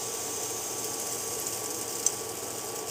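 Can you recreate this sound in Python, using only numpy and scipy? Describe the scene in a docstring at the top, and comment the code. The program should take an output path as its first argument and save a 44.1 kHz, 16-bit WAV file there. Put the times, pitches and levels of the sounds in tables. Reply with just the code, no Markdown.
"""In a kitchen, butter sizzles in a hot pan: countless tiny bubbles burst in flurries,
and larger ones ping and crackle. About two seconds in, a trapped drop of water turns to steam
with a loud pop that rings the pan. The cooktop's fan and mains hum run underneath,
and a thin high whine fades about halfway through."""
import sys
import numpy as np
from scipy import signal
from scipy.fft import rfft, irfft, next_fast_len
from scipy.io import wavfile
from scipy.ndimage import uniform_filter1d, map_coordinates

SR = 44100
rng = np.random.default_rng(int(sys.argv[2]) if len(sys.argv) > 2 else 0)


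def transcribe(signal):
    """Save signal, clipped to [-1, 1], as a 16-bit WAV file at the path in sys.argv[1]."""
    frames = np.atleast_2d(signal).T
    limited = np.clip(frames, -1, 1)
    pcm = np.round(limited * 32767).astype(np.int16)
    wavfile.write(sys.argv[1], SR, pcm)


N = 127890
TIME = np.arange(N) / SR

# A "colour" says how strong the low and high parts of a noise are compared with each other.
# Colour of the fan's rushing air: f/Hz, relative level/dB
FAN_COLOUR = [(25, -37), (45, -18), (65, -14.5), (100, -3), (155, -9.5), (200, -4), (255, -5), (320, -4),
              (400, 1.5), (480, 3), (525, -4.5), (760, 0.5), (900, -4.5), (1050, -7), (1220, -12),
              (1600, -11.5), (2030, -15.5), (2500, -13.5), (2700, -15), (3100, -12.5), (3550, -17.5),
              (3950, -18.5), (15000, -28.5)]
# Fan tones and ringing air ducts: f/Hz, width/Hz, level/dB
FAN_BANDS = [(288.3, 6.7, -56), (326.6, 8.2, -56.5), (362, 17, -53.5), (429, 24, -50), (452, 13, -51.5),
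             (478.5, 12, -54.5), (571, 9.6, -66), (753, 86, -58.5), (826, 19, -58), (1315, 6.6, -63.5)]
# Humming tones: f/Hz, level/dB, pitch drift/Hz, level waver/dB, waver rate/Hz
HUM_TONES = [(118.3, -57, .9, .9, 25), (450, -50.6, 15, 2.4, 65), (1142.5, -52.3, 2.3, 1.3, 25)]
# How the whine fades: t/s, level/dB
WHINE_LEVELS = [(0, -47.5), (.45, -46.5), (.75, -45), (1.0, -49), (1.3, -46.5), (1.5, -55), (1.75, -51),
                (2.9, -68)]
# The whine's narrow bands of noise: f/Hz, width/Hz, relative level/dB
WHINE_BANDS = [(6012, 20, -4), (6140, 100, -1.5), (6387, 10, -8), (6480, 25, -6), (7502, 30, -4),
               (7600, 70, -8)]
# Its clearest tone: f/Hz, relative level/dB, pitch drift/Hz, level waver/dB, waver rate/Hz
WHINE_TONE = (6485, -.5, 5, 2, 20)
# How the soft hiss fades: t/s, level/dB
HISS_LEVELS = [(0, -53), (.6, -54.5), (1.4, -62), (2.9, -70)]
# Colour of that hiss: f/Hz, relative level/dB
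HISS_COLOUR = [(2000, -31.5), (3000, -2), (3600, 6.5), (4300, -4), (5200, -3), (8000, -30)]
# How the sizzle rises and falls: t/s, relative sizzle level/dB, relative fizz level/dB
SIZZLE_LEVELS = [(0, -39, -63), (.12, -41, -60), (.145, -39, -46), (.18, -39.5, -52.5), (.6, -41, -49),
                 (1.0, -40, -49), (1.15, -39.5, -47), (1.55, -40, -46), (1.85, -41.5, -50),
                 (2.04, -40.5, -49.5), (2.2, -40.5, -55), (2.32, -43.5, -49.5), (2.55, -42.5, -51),
                 (2.79, -43.5, -51), (2.85, -46, -55), (2.89, -40, -54)]
# Colour of the bursting bubbles: f/Hz, relative level/dB
SIZZLE_COLOUR = [(1200, -25.5), (2300, -12.5), (3050, -13.5), (3900, -22), (4400, -12), (4900, -7),
                 (5300, -4), (6200, -2), (7200, -1), (8400, -3.5), (9400, -8.5), (10100, -17.5),
                 (11000, -17.5), (13500, -11.5), (15500, -10)]
# Colour of the finest, highest fizz: f/Hz, relative level/dB
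FIZZ_COLOUR = [(2000, -35), (4000, -30), (5500, -6), (9000, 8), (10800, 3), (11700, 7), (13400, 5.5),
               (14500, 0), (15600, 0.5)]
# Notes of the pan that the bubbles keep ringing: f/Hz, width/Hz, relative level/dB
PAN_BANDS = [(2900, 90, -19), (3170, 70, -22), (4900, 110, -13), (5560, 60, -16), (7070, 110, -14),
             (8100, 70, -14), (8330, 90, -12), (8900, 80, -15), (9390, 50, -19), (9680, 60, -21),
             (10420, 90, -24), (13200, 90, -21)]
# Single crackles: t/s, relative level/dB, f/Hz, time to fade 60 dB/s, relative spatter level/dB
CRACKLES = [(.0314, -28, 7000, .008, -48), (.4043, -32, 7500, .008, -50), (.432, -32, 6530, .008, -33),
            (.5055, -23, 9500, .004, -41), (.5656, -29, 7000, .008, -48), (.7845, -24, 8500, .006, -50),
            (.8443, -22, 11800, .004, -36), (1.0002, -21, 11000, .003, -41), (1.068, -21, 9500, .003, -40),
            (1.115, -29, 8000, .006, -38), (1.125, -20.5, 7400, .008, -48),
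            (1.3996, -15.5, 11300, .003, -45), (1.4243, -25, 8000, .014, -48),
            (1.468, -17, 7000, 0.01, -48), (1.4714, -22, 7400, .007, -34), (1.4805, -29, 12600, .006, -53),
            (1.531, -32, 7800, .008, -36), (1.5455, -21, 8800, .004, -42), (1.564, -29, 8200, .006, -42),
            (1.6595, -24, 7100, .009, -35), (1.7472, -27, 9500, .004, -40), (1.787, -30, 7500, .008, -40),
            (1.7929, -28, 11000, .004, -48), (1.8183, -28, 7800, .007, -44),
            (1.9254, -30, 6800, .009, -32.5), (1.9541, -25, 7000, .009, -37),
            (2.0003, -27, 7900, .008, -45), (2.028, -29, 7000, .008, -34), (2.101, -26, 7700, .009, -42),
            (2.2482, -30, 8500, .005, -46), (2.3134, -33, 10000, .005, -48), (2.4322, -32, 7550, .008, -50),
            (2.5054, -26, 7760, .009, -42), (2.538, -35, 12500, .004, -55), (2.6443, -28, 12500, .004, -50),
            (2.715, -32, 12000, .004, -50), (2.756, -31, 6500, .008, -39), (2.789, -30, 7040, .009, -36),
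            (2.8832, -29, 8000, .007, -37)]
# Notes that ring with the pop: f/Hz, relative level/dB, time to fade 60 dB/s
POP_NOTES = [(3241, -25, .025), (4840, -24, .03), (5006, -21, .04), (5700, -15, .02), (6009, -9, .065),
             (6290, -12, .03), (6135, 0, .014), (6476, -14, .04), (6900, -14, .02), (7235, -13, .03),
             (7505, -3, .026), (8080, -17, .025), (8550, -22, .025), (9566, -22, .03), (10580, -26, .03),
             (15050, -25, .03), (4500, -20, .012)]
# Colour of the pop's spray: f/Hz, relative level/dB
SPRAY_COLOUR = [(2000, -46), (3300, -20), (4100, -6), (5500, -4), (6300, -20), (8000, 6), (9500, -13),
                (10500, -10), (13500, -20), (15000, -7)]
# The pop's echoes off the pan's side and a near wall: delay/s, relative level/dB
POP_ECHOES = [(.00212, -3), (.012, -15)]


def amp(db):
    """Turn decibels into a number to multiply by."""
    return 10 ** (np.asarray(db) / 20)


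def unit(x):
    """Scale a signal to an average strength (rms) of 1."""
    return x / np.sqrt(np.mean(x ** 2) + 1e-20)


def curves(rows):
    """Join a table's points with straight lines: one curve for each column after the time."""
    times, *columns = np.transpose(rows)
    return [np.interp(TIME, times, column) for column in columns]


def wobble(rate):
    """A smooth random curve that passes through `rate` new values a second."""
    return map_coordinates(rng.standard_normal(int(N * rate / SR) + 4), [TIME * rate])


def dying(start, t60):
    """A level that jumps to 1 at `start`, then falls by 60 dB every `t60` seconds."""
    t = TIME - start
    return (t >= 0) * amp(-60 * np.abs(t) / t60)


def coloured(x, colour):
    """Give a sound a colour; plain white noise keeps its overall strength."""
    size = 2 * next_fast_len(N)
    hz, db = np.transpose(colour)
    log_hz = np.log(np.fft.rfftfreq(size, 1 / SR) + 1)
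    gain = unit(amp(np.interp(log_hz, np.log(hz), db)))
    # These steps make the filter ring only after a click, never before it.
    cepstrum = irfft(np.log(gain))
    cepstrum[1:size // 2] *= 2
    cepstrum[size // 2 + 1:] = 0
    return irfft(rfft(x, size) * np.exp(rfft(cepstrum)))[:N]


def narrow_bands(rows):
    """Noise that rings around each of the listed pitches."""
    f = np.fft.rfftfreq(N, 1 / SR)
    return sum(amp(db) * unit(irfft(rfft(rng.standard_normal(N)) / (1 + ((f - hz) / width) ** 2), N))
               for hz, width, db in rows)


def wavering_tone(hz, db, drift_hz, waver_db, rate):
    """A tone whose pitch and level wander at random."""
    level = np.sqrt(2) * amp(db + waver_db * wobble(rate))
    pitch = hz + drift_hz * wobble(rate)
    return level * np.sin(2 * np.pi * np.cumsum(pitch) / SR)


def kitchen_echo(x):
    """The walls throw the sound back as a short blur."""
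    tail = dying(0.0016, t60=0.035) * rng.standard_normal(N)
    return signal.fftconvolve(x, tail / np.linalg.norm(tail))[:N]


def cooktop():
    """The cooling fan blows air through its ducts; the mains, fan blades and motor hum."""
    air = amp(-41.5) * coloured(rng.standard_normal(N), FAN_COLOUR)
    return air + narrow_bands(FAN_BANDS) + sum(wavering_tone(*row) for row in HUM_TONES)


def whine():
    """Thin high tones of the hot pan and a soft hiss below them, both fading away."""
    whine_db, = curves(WHINE_LEVELS)
    hiss_db, = curves(HISS_LEVELS)
    tones = narrow_bands(WHINE_BANDS) + wavering_tone(*WHINE_TONE)
    hiss = coloured(rng.standard_normal(N), HISS_COLOUR)
    return amp(whine_db) * tones + amp(hiss_db) * hiss


def bursts(rate, spread_db):
    """Tiny bubbles burst as random clicks, about `rate` a second; sparser clicks are stronger."""
    clicks = (rng.random(N) < rate / SR) / np.sqrt(rate)
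    sizes = amp(spread_db * np.clip(rng.standard_normal(N), -2, 2))
    return unit(clicks * sizes * rng.choice([-1, 1], N))


def flurries(per_second=90, fade_s=0.0057):
    """How busy the foam is, 1 on average: each collapse briefly sets off its neighbours."""
    kicks = np.abs(bursts(per_second, spread_db=6))
    activity = signal.lfilter([1], [1, -np.exp(-1 / (fade_s * SR))], kicks)
    local_average = np.abs(uniform_filter1d(activity, size=5000))
    activity /= local_average + activity.mean() / 10  # even out the slow swells
    return activity / activity.mean()


def ringing_bubbles(count=900, centre_hz=7250, spread_octaves=0.182, t60=0.012):
    """Bubbles in the foam each ring for a moment at their own pitch."""
    start, pitch, size = rng.random(count), rng.standard_normal(count), rng.standard_normal(count)
    t = np.arange(SR // 100) / SR
    hz = np.clip(centre_hz * 2 ** (spread_octaves * pitch), 4700, 9500)[:, None]
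    level = amp(2.6 * np.clip(size, -2, 2))[:, None]
    rings = level * np.sin(2 * np.pi * hz * t) * amp(-60 * t / t60) * (1 - np.exp(-t * hz / 2))
    at = (start * N).astype(int)[:, None] + np.arange(len(t))
    return unit(np.bincount(at.ravel(), rings.ravel(), N)[:N])


def sizzle():
    """Bubbles burst steadily and in flurries; as the butter melts they thin out and flurries stand out."""
    sizzle_db, fizz_db = curves(SIZZLE_LEVELS)
    bursts_per_s = np.interp(TIME, [0, 2.4], [6000, 1300])
    flurry_share = np.interp(TIME, [0, 1.8, 2.4], [.1, .5, .36])
    main_flurries, fizz_flurries = flurries(), flurries()
    swell = np.sqrt(1 - flurry_share + flurry_share * main_flurries)
    fizz_swell = np.sqrt(1 - flurry_share + flurry_share * (main_flurries + fizz_flurries) / 2)
    foam = coloured(bursts(bursts_per_s, spread_db=0) * swell, SIZZLE_COLOUR)
    ringing = swell * (amp(-3.5) * narrow_bands(PAN_BANDS) + amp(-6.5) * ringing_bubbles())
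    fizz = coloured(bursts(bursts_per_s, spread_db=3) * fizz_swell, FIZZ_COLOUR)
    return amp(sizzle_db + 2) * (foam + ringing) + amp(fizz_db + 2.5) * fizz


def crackles(crack_t60=.004, spatter_t60=.094):
    """Larger bubbles burst, each with a crack, a brief ping and a little spatter of fat."""
    t = np.arange(SR // 10) / SR
    snaps, spatter_level = np.zeros((2, N + SR))
    for start, db, hz, t60, spatter_db in CRACKLES:
        at = slice(round(start * SR), round(start * SR) + len(t))
        ping = amp(-60 * t / t60) * np.sin(2 * np.pi * hz * t) * (1 - np.exp(-t * hz))
        crack = amp(-13 - 60 * t / crack_t60) * rng.standard_normal(len(t))
        near_pitch = signal.butter(2, [.6 * hz, 1.3 * hz], 'bandpass', fs=SR)
        snaps[at] += amp(db) * (ping + 2 * signal.lfilter(*near_pitch, crack))
        spatter_level[at] += amp(spatter_db - 60 * t / spatter_t60)
    spatter = coloured(spatter_level[:N] * rng.standard_normal(N), SIZZLE_COLOUR)
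    return amp(1) * snaps[:N] + amp(1.5) * spatter


def pop(start_s=2.0641):
    """A trapped drop of water flashes to steam: a ring and a spray, both echoed, and spattering fat."""
    t = TIME - start_s
    ring = sum((-1) ** k * amp(db) * dying(start_s, t60) * np.sin(2 * np.pi * hz * t)
               for k, (hz, db, t60) in enumerate(POP_NOTES))
    spray = coloured(dying(start_s, t60=.024) * rng.standard_normal(N), SPRAY_COLOUR)
    quick_rise = 1 - dying(start_s, t60=.00087)
    direct = (amp(-12.5) * ring + amp(-23.5) * spray) * quick_rise
    echoes = sum(amp(db) * np.roll(direct, round(delay * SR)) for delay, db in POP_ECHOES)
    spatter = coloured(dying(start_s, t60=.13) * rng.standard_normal(N), SIZZLE_COLOUR)
    return direct + echoes + amp(-33) * spatter


def scene():
    """The pan on its cooktop in the kitchen, in one channel."""
    pan = sizzle() + crackles() + pop()
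    return (pan + amp(-10.5) * kitchen_echo(pan) + whine() + cooktop())[None]


def record(dry):
    """Cut away the very highest treble."""
    top_hz = 15560
    size = next_fast_len(N + SR // 2)
    return irfft(rfft(dry, size) * (np.fft.rfftfreq(size, 1 / SR) < top_hz), size)[..., :N]


dry = scene()
out = record(dry)
transcribe(out)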